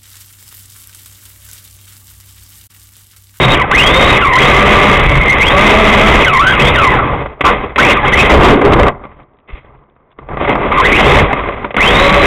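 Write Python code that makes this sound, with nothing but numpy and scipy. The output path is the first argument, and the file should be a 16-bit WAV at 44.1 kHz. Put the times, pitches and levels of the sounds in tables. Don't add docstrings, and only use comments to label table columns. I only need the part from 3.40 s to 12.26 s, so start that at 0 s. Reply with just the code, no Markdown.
import sys
import numpy as np
from scipy import signal
from scipy.fft import rfft, irfft
from scipy.io import wavfile
from scipy.ndimage import uniform_filter1d

SR = 44100
rng = np.random.default_rng(int(sys.argv[2]) if len(sys.argv) > 2 else 0)


def store_wav(level_fs):
    pcm = np.round(np.clip(np.atleast_2d(level_fs), -1, 1) * 32767)
    wavfile.write(sys.argv[1], SR, pcm.T.astype(np.int16))


N = 390726
T = np.arange(N) / SR
FREQ = np.maximum(np.arange(4097) * SR / 8192, 1)


def undb(db):
    return 10 ** (np.asarray(db) / 20)


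def curves(table):
    times, *columns = np.transpose(table)
    return [np.interp(T, times, column) for column in columns]


def unit(x):
    return x / np.sqrt(np.mean(x ** 2))


def wander(rate):
    count = int(N / SR * rate) + 2
    return unit(np.interp(T * rate, np.arange(count), rng.standard_normal(count)))


def keep_band(x, hz, kind, order):
    return signal.sosfilt(signal.butter(order, hz, kind, fs=SR, output="sos"), x)


def ring(x, gain):
    cepstrum = irfft(np.log(gain + 1e-6))
    half = len(cepstrum) // 2
    cepstrum[1:half] *= 2
    cepstrum[half + 1:] = 0
    response = irfft(np.exp(rfft(cepstrum)))
    return signal.fftconvolve(x, response / np.linalg.norm(response))[:len(x)]


def brighten(x, db, split_hz=1550):
    low = signal.sosfiltfilt(signal.butter(3, split_hz, fs=SR, output="sos"), x)
    return low + undb(db) * (x - low)


# pitch_hz, width_hz, level_db
BODY_NOTES = [(134, 14, -3.5), (207, 21.3, 0.5), (284.7, 89, -2), (406.6, 69, 1), (492, 27, -1),
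              (574.4, 43, 0.5), (747, 220, -3.5), (1013, 140, -2), (1172, 119, 0), (1572, 110, -10.5),
              (2075, 200, -0.5), (2543, 111, -7.5), (3256, 170, -14), (4000, 360, -18)]
def body(x):
    power = sum(undb(db) ** 2 / (1 + ((FREQ ** 2 - hz ** 2) / (FREQ * width)) ** 2)
                for hz, width, db in BODY_NOTES)
    return ring(x, np.sqrt(power))


def leaves(cracks_per_s=22, level_db=-47, spread_db=4, fade_s=0.0026):
    cracks = (rng.random(N) < cracks_per_s / SR) * undb(spread_db * rng.standard_normal(N))
    bursts = signal.fftconvolve(cracks, np.exp(-T[:SR // 20] / fade_s))[:N]
    return undb(level_db) * bursts * keep_band(rng.standard_normal(N), 900, "high", order=1)


def nudge(at_s=6.14, pitch_hz=42, width_s=0.0069, level_db=-16):
    t = T - at_s
    return -undb(level_db) * np.sin(2 * np.pi * pitch_hz * t) * np.exp(-.5 * (t / width_s) ** 2)


# time_s, level_db
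HUM_LEVELS = [(0, -12), (1.3, -13.5), (2.5, -19.5), (3.7, -6), (4.1, -22.5), (5.2, -11.5), (8.86, -20)]
def chassis_hum(level_db, pitch_hz=136, width_hz=22):
    peak = 1 / (1 + ((FREQ - pitch_hz) / width_hz) ** 2)
    return ring(rng.standard_normal(N), peak) * undb(level_db)


# pitch_hz, level_db
RUMBLE_SHAPE = [(10, -17.5), (24, -3.5), (46, -2), (72, -3), (100, -9.5), (160, -27), (400, -47.5)]
def spring_rumble(level_db):
    hz, db = np.transpose(RUMBLE_SHAPE)
    shape = undb(np.interp(np.log(FREQ), np.log(hz), db))
    return ring(rng.standard_normal(N), shape) * undb(level_db)


# start_s, length_s, level_db, treble_db, rumble_db
RUBS = [(1.617, 0.21, -20, -6, 8), (3.39, 0.194, -10, -2.5, -10), (3.621, 0.13, -17, -9, -7),
        (4.037, 0.065, -4.5, -4.5, -17), (4.384, 0.13, -6.5, 2.5, -17), (4.752, 0.11, -6, 2.5, -9),
        (4.891, 0.23, 3, -7, -8), (5.228, 0.24, -2.5, -27.5, -7), (5.493, 0.15, -31, -21, -5.5),
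        (5.659, 0.16, -38.5, -11, -6), (6.074, 0.12, -36, 4, -7), (6.226, 0.17, -45.5, -14, -1),
        (6.774, 0.1, -35, -17, -5), (6.885, 0.1, -21, -16, -8), (6.978, 0.14, -10, -4.5, -15),
        (7.14, 0.18, -13.5, -24, -17), (7.621, 0.21, -6.5, -10, -2.5)]
def rubs(rise_s=0.029, fade_s=0.02):
    force, rocking = np.zeros(N), np.zeros(N)
    friction = rng.standard_normal(N) * unit(undb(3 * wander(60) + 2 * wander(300)))
    dull = brighten(friction, -np.inf)
    for start_s, length_s, level_db, treble_db, rumble_db in RUBS:
        rise = np.clip((T - start_s) / rise_s, 0, 1)
        fade = np.exp(-np.clip((T - start_s - length_s) / fade_s, 0, 20))
        gain = undb(level_db) * rise * fade
        force += gain * (dull + undb(treble_db) * (friction - dull))
        rocking += gain * undb(rumble_db)
    return body(force) + rocking * (spring_rumble(level_db=0) + chassis_hum(level_db=-4))


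# time_s, slip_rate_hz, level_db
TYRE_SLIPS = [(4.82, 618.7, -39), (4.92, 520, 2.5), (5.03, 346.1, -5), (5.14, 313.7, 3.5),
              (5.19, 319.7, -15.5), (5.25, 345.7, 0), (5.35, 480, -15), (5.46, 302.1, -22),
              (5.6, 300.3, -57), (7.3, 397, -74.5), (7.4, 395, -14), (7.52, 355.3, -13.5), (7.65, 329, -20),
              (7.76, 502, -5.5), (8.0, 441, -47)]
def tyre_scrub(scrub_db=-3, rough_db=4.5):
    slip_hz, level_db = curves(TYRE_SLIPS)
    sawtooth = np.cumsum(slip_hz * np.exp(.24 * wander(350))) / SR % 1 - .5
    force = keep_band(sawtooth, 900, "low", order=1)
    return unit(body(force)) * undb(scrub_db + level_db + rough_db * wander(150))


# start_s, relative_peak_db, relative_treble_db
KNOCKS = [(0.312, 6.5, 5), (3.859, -5.5, -20), (4.008, 5.5, -6), (4.359, 3.5, -7), (4.385, 9, -20),
          (5.214, 11.5, -25), (5.333, 8, -5), (5.431, 9.5, -16), (5.481, 3.5, -14), (5.637, -15.5, -18),
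          (5.651, -13, -20), (6.246, -26, -22), (6.349, -33, -25), (6.563, -35.5, -26), (6.787, -14.5, -19),
          (6.887, -12, -25), (6.942, -11, -25), (6.97, 0, -21), (7.153, 8, -19), (7.929, 6, -16),
          (8.244, 0, -21), (8.306, -6.5, -12), (8.343, -2.5, -14), (8.365, 6.5, -7)]
def knocks(rise_s=0.0015, crack_s=0.0065, rattle_s=0.0076, rattle_db=-14, hard_db=11, knock_db=-4):
    out, t = np.zeros(N), T[:SR // 8]
    rise = np.minimum(t / rise_s, 1)
    fade = np.exp(-t / crack_s) + undb(rattle_db) * np.exp(-t / rattle_s)
    for start_s, peak_db, treble_db in KNOCKS:
        force = rng.standard_normal(len(t)) * rise * fade
        blow = body(brighten(force, treble_db + hard_db))
        blow *= undb(peak_db + knock_db) / np.abs(blow).max()
        i = int(start_s * SR)
        out[i:i + len(t)] += blow[:N - i]
    return out


def tyres(tooth_hz, grains_per_s=1500, spread_db=3.5, grit_db=-4, dull_below_hz=1070, level_db=-3.5):
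    sizes = undb(spread_db * np.minimum(rng.exponential(size=N), np.pi))
    grains = (rng.random(N) < grains_per_s / SR) * np.sign(rng.standard_normal(N)) * sizes
    contact = unit(rng.standard_normal(N) + undb(grit_db) * unit(grains))
    wheel_hz = tooth_hz / 60
    swing = 1 + 0.13 * np.sin(2 * np.pi * np.cumsum(wheel_hz) / SR)
    load = swing * undb(1.5 * wander(45) + 1.5 * wander(260))
    treble_db = np.maximum(3.5 - 10 * np.log10(1 + (dull_below_hz / tooth_hz) ** 2), -16)
    return undb(level_db) * body(brighten(contact * unit(load), treble_db))


# time_s, tooth_hz
ROLLING_SPEED = [(0, 700), (0.29, 450), (0.8, 950), (1.2, 950), (1.65, 2200), (2.0, 2110), (2.8, 920),
                 (3.43, 1080), (3.64, 600), (3.98, 180), (4.15, 480), (4.35, 270), (4.6, 720), (5.45, 700),
                 (5.56, -1.5), (7.05, 0.5), (7.25, 620.5), (7.95, 600.5), (8.34, 220)]
def shaking(tooth_hz, fast_hz=4320, crawl_hz=370, wheelspin_db=2.5, rest_db=-48.5):
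    rolling_hz, = curves(ROLLING_SPEED)
    wheelspin = (tooth_hz - rolling_hz) / fast_hz
    moving = undb(-3.5 + 11.5 * np.log10(tooth_hz / fast_hz) + wheelspin_db * wheelspin)
    return moving / np.hypot(1, (crawl_hz / tooth_hz) ** 3) + undb(rest_db)


# press_s, release_s, target_hz, spin_up_s, power_db, power_chatter, slack_s, coast_db
THROTTLE_SQUEEZES = [(-0.3, 0.137, 3805, 0.081, -1.5, 0.46, 0.0027, -5),
                     (0.314, 0.744, 3845, 0.098, -1, .33, 0.056, -5),
                     (0.968, 1.55, 4150, .052, -4.5, .45, 0.023, -11),
                     (2.018, 2.8, 4585, .095, -3.5, .5, 0.026, -1.5),
                     (2.995, 3.129, 1650, .055, 2.5, .35, 0.0031, -1),
                     (3.18, 3.305, 3480, 0.024, -2.5, .5, 0.031, -4),
                     (4.041, 4.1, 1270, .013, 1.5, .9, 0.029, -21),
                     (4.381, 4.512, 3100, .068, -3.5, .6, 0.0041, -6.5),
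                     (4.648, 4.686, 2600, .025, -12.5, 0.47, .02, -24),
                     (4.715, 4.82, 2761, .045, -0.5, 0.48, .01, -19),
                     (7.315, 7.413, 1060, 0.046, -2, 0.82, .02, -10),
                     (7.409, 7.52, 2350, 0.059, -6.5, .9, .02, -7),
                     (7.52, 7.783, 3700, .095, -5.5, 0.9, 0.0095, -14.5),
                     (8.374, 9.001, 4060, 0.09, -2.5, .35, .02, -10)]
def motor(kick_hz=1149.3, kick_db=3, kick_s=0.032, slack_db=-15, spin_down_s=0.042, flutter_db=3.5):
    rolling_hz, = curves(ROLLING_SPEED)
    tooth_hz = rolling_hz.copy()
    whine_db, chatter, overtone_db = np.zeros((3, N))
    for squeeze in THROTTLE_SQUEEZES:
        press_s, release_s, target_hz, spin_up_s, power_db, power_chatter, slack_s, coast_db = squeeze
        on, off = T >= press_s, T >= release_s
        held_s, coasting_s = T[on] - press_s, T[off] - release_s
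        start_hz = max(np.interp(press_s, T, tooth_hz), kick_hz)
        tooth_hz[on] = target_hz + (start_hz - target_hz) * np.exp(-held_s / spin_up_s)
        whine_db[on] = power_db + kick_db * np.exp(-held_s / kick_s)
        chatter[on], overtone_db[on] = power_chatter, -3
        extra_hz = np.interp(release_s, T, tooth_hz - rolling_hz)
        tooth_hz[off] = rolling_hz[off] + extra_hz * np.exp(-coasting_s / spin_down_s)
        whine_db[off] = coast_db + slack_db * np.exp(-coasting_s / slack_s)
        chatter[off], overtone_db[off] = 0.42, 3
    whine_db += flutter_db * wander(50)
    controls = np.maximum(tooth_hz, 1), whine_db, chatter, overtone_db
    return [uniform_filter1d(curve, size=500) for curve in controls]


def shell_notes(x, spacing_hz=55):
    count = int(SR / 2 / spacing_hz) + 2
    ripple_db = 4 * np.clip(rng.standard_normal(count), -2, 1.3)
    return ring(x, undb(np.interp(FREQ / spacing_hz, np.arange(count), ripple_db)))


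# multiple_of_turn_rate, level_db
SHAFT_TONES = [(1, -1.5), (2, -9), (3, 0.5), (4, -6.5), (5, -11), (6, -1)]
def shaft_buzz(shaft_angle, tooth_hz, full_hz=3600, level_db=-21):
    buzz = sum(undb(db) * unit(undb(4.5 * wander(60))) * np.sin(k * shaft_angle + .8 * wander(50))
               for k, db in SHAFT_TONES)
    return undb(level_db) * np.minimum(tooth_hz / full_hz, 1) ** 3 * buzz


# multiple_of_tooth_rate, level_db
GEAR_TONES = [(1, 3), (2, -0.5), (3, -12)]
def gears(tooth_hz, whine_db, chatter, overtone_db, teeth=21, off_centre=0.26, level_db=-5):
    shaft_angle = 2 * np.pi * np.cumsum(tooth_hz * (1 + .006 * wander(40))) / SR / teeth
    phase = teeth * shaft_angle + 2 * np.pi * np.cumsum(chatter * 160 * wander(500)) / SR
    pressure = unit(undb(3 * wander(70) + 2.5 * wander(300)))
    pressure *= 1 + off_centre * np.sin(shaft_angle)
    tone = sum(undb(db + (k > 1) * overtone_db) * np.sin(k * phase) for k, db in GEAR_TONES)
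    strike = np.clip((tooth_hz - 250) / 400, 0, 1)
    whine = undb(level_db + whine_db) * strike * pressure * tone
    whine = shell_notes(keep_band(whine, 820, "high", order=3))
    return body(whine + shaft_buzz(shaft_angle, tooth_hz))


def scene():
    tooth_hz, whine_db, chatter, overtone_db = motor()
    rolling = tyres(tooth_hz) + spring_rumble(level_db=-11) + chassis_hum(*curves(HUM_LEVELS))
    running = shaking(tooth_hz) * (rolling + gears(tooth_hz, whine_db, chatter, overtone_db))
    mix = running + tyre_scrub() + rubs() + leaves() + knocks() + nudge()
    return undb(0.5) * mix[None]


def record(dry, mic_rate_hz=8000, mic_limit=0.73, knee=4, output_limit=0.705):
    narrow = signal.resample_poly(dry, mic_rate_hz, SR, axis=-1, window=("kaiser", 7))
    squashed = narrow / (1 + np.abs(narrow / mic_limit) ** knee) ** (1 / knee)
    full_rate = signal.resample_poly(squashed, SR, mic_rate_hz, axis=-1)[:, :N]
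    mic_filter = signal.firwin(201, 3950, fs=SR, window="blackman")[None]
    muffled = signal.fftconvolve(full_rate, mic_filter, "same")
    clipped = np.clip(muffled, -output_limit, output_limit)
    output_filter = signal.firwin(301, 15800, fs=SR, window="blackman")[None]
    return signal.fftconvolve(clipped, output_filter, "same")


dry = scene()
out = record(dry)
store_wav(out)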